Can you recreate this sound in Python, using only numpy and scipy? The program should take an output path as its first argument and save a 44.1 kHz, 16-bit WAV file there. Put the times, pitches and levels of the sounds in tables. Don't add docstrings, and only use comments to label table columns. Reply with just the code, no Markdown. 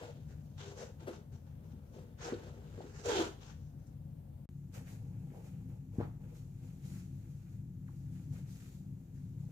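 import sys
import numpy as np
from scipy import signal
from scipy.fft import rfft, irfft, next_fast_len
from scipy.io import wavfile
from scipy.ndimage import uniform_filter1d

SR = 44100
rng = np.random.default_rng(int(sys.argv[2]) if len(sys.argv) > 2 else 0)


def bounce(signal):
    frames = np.transpose(np.atleast_2d(signal))
    limited = np.clip(frames, -1, 1)
    pcm = np.round(limited * 32767).astype(np.int16)
    wavfile.write(sys.argv[1], SR, pcm)


N = 419391
TIME = np.arange(N) / SR


def undb(db):
    return 10 ** (np.asarray(db) / 20)


def unit(x):
    return x / np.sqrt(np.mean(x ** 2))


def curves(table):
    s, *columns = np.transpose(table)
    return [np.interp(TIME, s, column) for column in columns]


def colour(x, points):
    hz, db = np.transpose(points)
    size = next_fast_len(N)
    f = np.arange(size // 2 + 1) * SR / size + 1
    gain = undb(np.interp(np.log(f), np.log(hz), db))
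    return irfft(rfft(x, size) * gain, size)[..., :N]


def band(x, hz, width):
    return signal.lfilter(*signal.iirpeak(hz, hz / width, SR), x)


def ring(x, modes):
    return sum((-1) ** k * undb(db) * band(x, hz, width) for k, (hz, width, db) in enumerate(modes))


def walk(rate):
    hold = int(SR / rate)
    steps = np.repeat(rng.standard_normal(N // hold + 1), hold)
    return 1.4 * uniform_filter1d(steps, hold)[:N]


def pair(likeness):
    mid, side = rng.standard_normal((2, N))
    c = np.clip(likeness, -1, 1)
    return np.sqrt((1 + c) / 2) * mid + np.sqrt((1 - c) / 2) * side * np.array([[1], [-1]])


def pan(db):
    return undb(np.array([[db], [-db]]) / 2)


def rub(points, grain_db, likeness, patchy_db):
    slips = pair(likeness) * undb(grain_db * walk(300) + 0.8 * grain_db * walk(60))
    for hz in (1800, 3400, 5800):
        slips = slips + (undb(patchy_db * walk(14)) - 1) * band(slips, hz, hz / 3)
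    return unit(colour(slips, points))


def push(s, ms, cycles):
    out, n = np.zeros(N), int(ms * SR / 1000)
    i = int(s * SR)
    blow = np.hanning(n) * np.sin(2 * np.pi * cycles * np.arange(n) / n)
    out[i:i + n] = blow[:N - i]
    return out


STEP = 88
RISE_PER_HOLD = 0.16
FADED_DB = -100


def strokes(table, rise_s, release_s):
    s, hold, db = np.array(table).T[:3, :, None]
    age = TIME[::STEP] - s
    climb = -22 * np.clip(-age / (rise_s + RISE_PER_HOLD * hold), 0, 4) ** 1.5
    return db + climb - (db - FADED_DB) / release_s * np.clip(age - hold, 0, None)


def overlap(db):
    return np.interp(TIME, TIME[::STEP], np.sqrt(np.sum(undb(db) ** 2, axis=0)))


# centre in Hz, width in Hz, relative dB.
RUMBLE_1 = [(66.4, 18, -5), (85.8, 12.4, 0), (102.3, 10.8, 0.5), (141.5, 15.7, 0), (162.5, 12.8, -3),
            (198, 12.3, -9.5), (224.8, 11.6, -9.5), (273, 26, -19)]
RUMBLE_2 = [(74.5, 29.7, -13), (102.9, 8.74, -1), (113, 11.35, -3), (142.6, 10.15, -0.5), (178.4, 8.9, -5),
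            (196.3, 8.9, -9.5), (257.3, 13.3, -15), (334.4, 21, -26.5)]
# time in seconds, level in dB.
SWELL = [(0.0, -50), (3.1, -49), (4.4, -50), (4.6, -46.5), (6.1, -46.5), (8.1, -45), (9.51, -45.5)]
# frequency in Hz, relative dB per Hz.
AIR_1 = [(180, -22), (300, -2), (384, -15.5), (552, -8), (640, -14.5), (767, -16), (1100, -26),
         (1440, -29.5), (5640, -40.5), (13300, -33.5), (15400, -32)]
AIR_2 = [(180, -31.5), (300, -5.5), (342, -2.5), (609, -18.5), (780, -19), (1080, -26.5), (5190, -36),
         (6870, -28.5), (8790, -36.5), (13700, -30.5), (15400, -32)]
AIR_DB = (-67, -69)
LEFT_DB = (4, 3)


def ventilation(modes, air, air_db, left_db):
    rumble = unit(ring(pair(1.0) * undb(1.34 * walk(6)), modes)) * undb(curves(SWELL)[0])
    flicker = undb(0.7 * walk(8))
    hiss = unit(colour(pair(0.057) * flicker, air)) * undb(air_db)
    return (rumble + hiss) * pan(left_db)


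# time in seconds, pitch in Hz, level in dB before the waver.
MOTOR = [(0, 48.5, -74), (3.3, 48, -60.5), (5.9, 50.2, -60), (9.51, 47.26, -60.5)]


def motor():
    hz, db = curves(MOTOR)
    tone = np.sin(2 * np.pi * np.cumsum(hz) / SR)
    return np.sqrt(2) * undb(db + 2.0 * walk(2)) * tone * pan(4.3)


# start in seconds, length in seconds, from Hz, to Hz, level in dB.
CHIRP = [(7.877, .023, 2350, 780, -63)]
# start in seconds, fall to a third in seconds, centre in Hz, width in Hz, level in dB.
TICK = [(2.339, .008, 3600, 1500, -55), (2.460, .008, 3000, 2500, -65), (3.868, 0.013, 6500, 3000, -70.5)]


def small_sounds():
    (s, length, from_hz, to_hz, db), = CHIRP
    u = np.clip((TIME - s) / length, 0, 1)
    hz = to_hz + (from_hz - to_hz) * (1 - u) ** 2
    shape = np.sqrt(np.sin(np.pi * u).clip(0))
    out = undb(db) * shape * np.sin(2 * np.pi * np.cumsum(hz) / SR)
    noise = pair(0.55)
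    for s, fall, hz, width, db in TICK:
        fade = (TIME > s) * np.exp(-np.abs(TIME - s) / fall)
        out = out + undb(db) * fade * unit(band(band(noise, hz, width), hz, width))
    return out


# full speed at seconds, hold in seconds, rustle in dB, padding above rustle in dB.
RUSTLE = [(4.756, 0.015, -62, 6), (4.884, .046, -65, -0.5), (5.362, 0.043, -77, 12), (5.453, .032, -72, 1),
          (5.703, 0.022, -82, 14.5), (5.95, 0.068, -76.5, 12.5), (6.224, .02, -81.5, 17.5),
          (6.295, 0.032, -79.5, 12), (6.363, .005, -68.5, -5), (6.646, .04, -76, 5),
          (6.862, 0.13, -66, -4.5), (7.184, 0.36, -78, -.6), (7.883, 0.037, -80, 0),
          (8.14, 0.076, -73, -4.5), (8.34, 0.04, -67.5, -2), (8.507, 0.17, -67.5, -9.5),
          (8.726, .02, -70, -19), (9.15, 0.11, -80, -1), (9.4, .04, -77.5, 0), (9.505, .02, -80, 5)]
RUSTLE_RISE_S, RUSTLE_RELEASE_S = 0.038, 0.2
# time in seconds, rustle in dB, padding above rustle in dB.
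STIR = [(4.5, -93.5, 8), (5.06, -81, 12.5), (5.4, -81.5, 13), (6.2, -100, 7), (6.47, -80, -2),
        (7.0, -76, -3.5), (7.8, -94, 4), (7.95, -78, -1), (8.8, -86.5, 5), (9.25, -86, 3), (9.51, -88, 3)]
# frequency in Hz, relative dB per Hz.
LINEN = [(2500, -20), (4000, -13), (5200, -14), (6850, -8.5), (8500, -15), (14100, -17), (15400, -22.5)]
QUILT = [(700, -24), (1050, -6), (1400, -0.5), (2000, -3), (2450, -1), (3000, -7), (4200, -22)]
PADDING = [(300, -12.5), (480, 2.5), (680, -8.5), (810, -3.5), (1100, -19), (1600, -34)]
BODY_DB, BODY_PER_PADDING = -3, 0.39
# time in seconds, base level in dB, base push length in ms.
THUMPS = [(5.319, -42.5, 4.3), (5.937, -47, 3.9), (5.9836, -22, 5.6), (8.334, -62, 2.5), (9.491, -54, 2.3)]
# seconds after the blow, dB added to its level, share of its push length.
BOUNCES = [(0, 1.5, 0.98), (.0184, -3, 0.57), (.0274, -7.5, .39)]
# centre in Hz, width in Hz, relative dB.
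BED_MODES = [(100.6, 17, 12.5), (168, 20, -28), (255, 18, -9), (320, 18, 9), (460, 16, -2), (600, 55, -12),
             (785, 130, -9)]
# start in seconds, half the rise in seconds, base level in dB.
CRUNCH = (5.983, 0.016, -45.5)


def linen():
    faint_db, faint_low_db = (c[::STEP] for c in curves(STIR))
    db = np.vstack([strokes(RUSTLE, RUSTLE_RISE_S, RUSTLE_RELEASE_S), faint_db])
    low_db = np.vstack([np.array(RUSTLE)[:, 3:] * np.ones_like(faint_db), faint_low_db])
    body_db = BODY_DB + BODY_PER_PADDING * low_db
    rustle = overlap(db) * rub(LINEN, 0.73, 0.16, 1.06)
    body = overlap(db + body_db) * rub(QUILT, 1.7, 0.13, 1.3)
    padding = overlap(db + low_db) * unit(colour(pair(0.44) * undb(2.8 * walk(60)), PADDING))

    blows = np.zeros(N)
    for s, blow_db, ms in THUMPS:
        for late, change_db, share in BOUNCES:
            blows += undb(blow_db + change_db) * push(min(s + late, TIME[-1]), ms * share, 0.94)
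    thumps = (blows + 0.74 * ring(blows, BED_MODES)) * pan(LEFT_DB[1])

    s, rise, crunch_db = CRUNCH
    age = np.clip(TIME - s, 0, None) / rise
    stuffing = unit(band(band(pair(0.59), 680, 710), 790, 1000))
    crunch = undb(crunch_db) * age ** 2 * np.exp(-age) * stuffing
    return rustle + body + padding + thumps + crunch


GROAN_S, GROAN_DB = 3.10, -37.5
GROAN_HZ, GROAN_SAG_HZ_PER_S = 450.3, 1050
GROAN_ATTACK_S, GROAN_HOLD_S, GROAN_RELEASE_S = 0.047, 0.094, 0.079


def groan():
    age = TIME - GROAN_S
    hz = (GROAN_HZ - GROAN_SAG_HZ_PER_S * age).clip(200, 700)
    rise_db = 30 * np.minimum(age / GROAN_ATTACK_S, 0)
    fall_db = -30 * np.maximum((age - GROAN_HOLD_S) / GROAN_RELEASE_S, 0)
    phase = 2 * np.pi * np.cumsum(hz * (1 + 0.03 * walk(120))) / SR
    tone = np.sin(phase) + undb(-10.0) * np.sin(2 * phase)
    level = undb(GROAN_DB + rise_db + fall_db + 2.3 * walk(70))
    return np.sqrt(2) * level * tone * pan(-1.5)


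# full speed at seconds, hold in seconds, hiss in dB, treble above hiss in dB,
# floor ring above hiss in dB, centre of the ring in Hz.
SCUFF = [(0.0, 0.073, -61, -3.5, 13.5, 524), (.301, .02, -74.5, 4, 5, 394),
         (0.603, 0.032, -57, -3.5, -4, 403), (.684, 0.031, -67, 4.5, 15, 430),
         (.785, 0.05, -58.5, 3, 8, 497), (1.013, 0.016, -63, -8, 7, 354), (1.084, .01, -74, -15, 27.5, 406),
         (1.11, 0.031, -60, -11, -3, 446), (1.337, .01, -75.5, 2.5, 9, 400),
         (1.462, 0.02, -71.5, -29, -8, 600), (1.954, 0.061, -76, 4.5, 16.5, 433),
         (2.229, 0.08, -49.5, -9.5, 1.2, 450), (2.355, 0.13, -62.5, -10, 2, 416),
         (2.955, 0.0074, -66, 4, -7, 400), (2.998, .004, -61.5, 4.5, 5.5, 390),
         (3.066, 0.041, -51, 7, 9, 444), (3.11, 0.14, -42.5, -6.5, 5, 365),
         (3.431, 0.071, -63.5, -2.5, -4, 450)]
SCUFF_RISE_S, SCUFF_RELEASE_S = 0.031, 0.15
# time in seconds, hiss in dB, treble above hiss in dB.
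SHUFFLE = [(0, -80, 6), (1.5, -88.5, -6), (1.66, -74, -20), (2.15, -82.5, -10), (2.55, -71.5, -6),
           (2.76, -69, 0), (2.97, -69, 2), (3.04, -86, -1), (3.55, -83.5, 0), (4.45, -91, -2.5)]
SHUFFLE_RING_DB, SHUFFLE_RING_HZ = 5.5, 440
# frequency in Hz, relative dB per Hz.
SOLE = [(410, -38), (700, -6.5), (828, -2.5), (1120, -9), (1480, -6), (2100, -13.5), (3100, -12.5),
        (4800, -16), (6300, -12), (7500, -17), (8600, -29.5), (13200, -39), (15400, -45)]
# centre in Hz, width in Hz, relative dB.
FLOOR_MODES = [(238, 24, -11), (322, 29, -7.5), (350, 20, -6.5), (407.3, 31.5, -1.5), (473.5, 25, -5.5),
               (509, 36, -4), (612, 18, -23), (666, 10, -21), (805, 90, -8)]
# time in seconds, strength of the blow in dB, centre of the blow in Hz.
KNOCKS = [(1.085, -32.5, 383), (1.733, -46, 230), (1.961, -46, 398), (2.322, -26, 346), (2.778, -38, 382),
          (2.805, -38.5, 616), (2.841, -39, 322), (3.736, -50.5, 230)]
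# time in seconds, left minus right in dB.
WALKER = [(0, 1.5), (.8, 2.5), (1.2, 3.5), (2.0, 2.5), (2.25, .6), (2.8, 2.5), (3.1, -2.5), (3.4, 4.5),
          (4.4, 1.5)]


def slippers():
    faint_db, faint_treble_db = (c[::STEP] for c in curves(SHUFFLE))
    flat = np.ones_like(faint_db)
    treble_db, ring_db, ring_hz = np.array(SCUFF).T[3:, :, None] * flat
    db = np.vstack([strokes(SCUFF, SCUFF_RISE_S, SCUFF_RELEASE_S), faint_db])
    treble_db = np.vstack([treble_db, faint_treble_db])
    ring_db = np.vstack([ring_db, SHUFFLE_RING_DB * flat])
    ring_hz = np.append(ring_hz[:, 0], SHUFFLE_RING_HZ)[:, None]

    slips = rub(SOLE, 1.2, 0.022, 2.54)
    low = signal.lfilter([0.3], [1, -0.7], slips)
    treble = unit(slips - low) * overlap(db + treble_db) * pan(-1.5)
    out = unit(low) * overlap(db) + treble
    drag = unit(pair(1.0) * undb(3.1 * walk(60))) * pan(2.0)
    for hz, width, mode_db in FLOOR_MODES:
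        near_db = -12.0 * (np.log2(hz / ring_hz) / 0.34) ** 2
        out = out + unit(band(drag, hz, width)) * overlap(db + ring_db + mode_db + near_db.clip(-22))

    blows = np.zeros(N)
    for s, knock_db, hz in KNOCKS:
        click = undb(-13) * push(s, 1.5, 1.37)
        blows += undb(knock_db) * (push(s, 2200 / hz, 2.21) + click)
    side_db = curves(WALKER)[0]
    knocks = blows + 3.2 * ring(blows, FLOOR_MODES)
    return (out + knocks) * undb(np.array([side_db, -side_db]) / 2)


ROOM_T60_S, ROOM_DB = 0.3, -6


def room(x):
    t = np.arange(int(0.5 * SR)) / SR
    both, left, right = rng.standard_normal((3, len(t))) * (t > 0.004)
    bass = signal.lfilter([0.07], [1, -0.93], both)
    treble = np.array([left, right]) - signal.lfilter([0.07], [1, -0.93], [left, right])
    tail = bass * undb(-6 - 60 * t / ROOM_T60_S) + treble * undb(-60 * t / (1.26 * ROOM_T60_S))
    tail = tail / np.sqrt(np.sum(tail ** 2, axis=1, keepdims=True))
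    return x + undb(ROOM_DB) * signal.fftconvolve(x.mean(axis=0)[None], tail, axes=1)[:, :N]


STOP_S, RESUME_S = 4.4568, 4.4901
CUT_FADE_S = 0.003
LEFT_LAG = (-11, 7)


def scene():
    first = np.clip((STOP_S - TIME) / CUT_FADE_S, 0, 1)
    second = TIME >= RESUME_S
    near = room((slippers() + groan()) * first + linen() * second + small_sounds()) + motor()
    spot_1 = near + ventilation(RUMBLE_1, AIR_1, AIR_DB[0], LEFT_DB[0])
    spot_2 = near + ventilation(RUMBLE_2, AIR_2, AIR_DB[1], LEFT_DB[1])
    spot_1[0] = np.roll(spot_1[0], LEFT_LAG[0])
    spot_2[0] = np.roll(spot_2[0], LEFT_LAG[1])
    return spot_1 * first + spot_2 * second


TOP_HZ = 15500


def record(dry):
    dry = signal.sosfilt(signal.butter(2, 38, "high", fs=SR, output="sos"), dry)
    return signal.sosfilt(signal.ellip(10, 0.2, 80, TOP_HZ, fs=SR, output="sos"), dry)


dry = scene()
out = record(dry)
bounce(out)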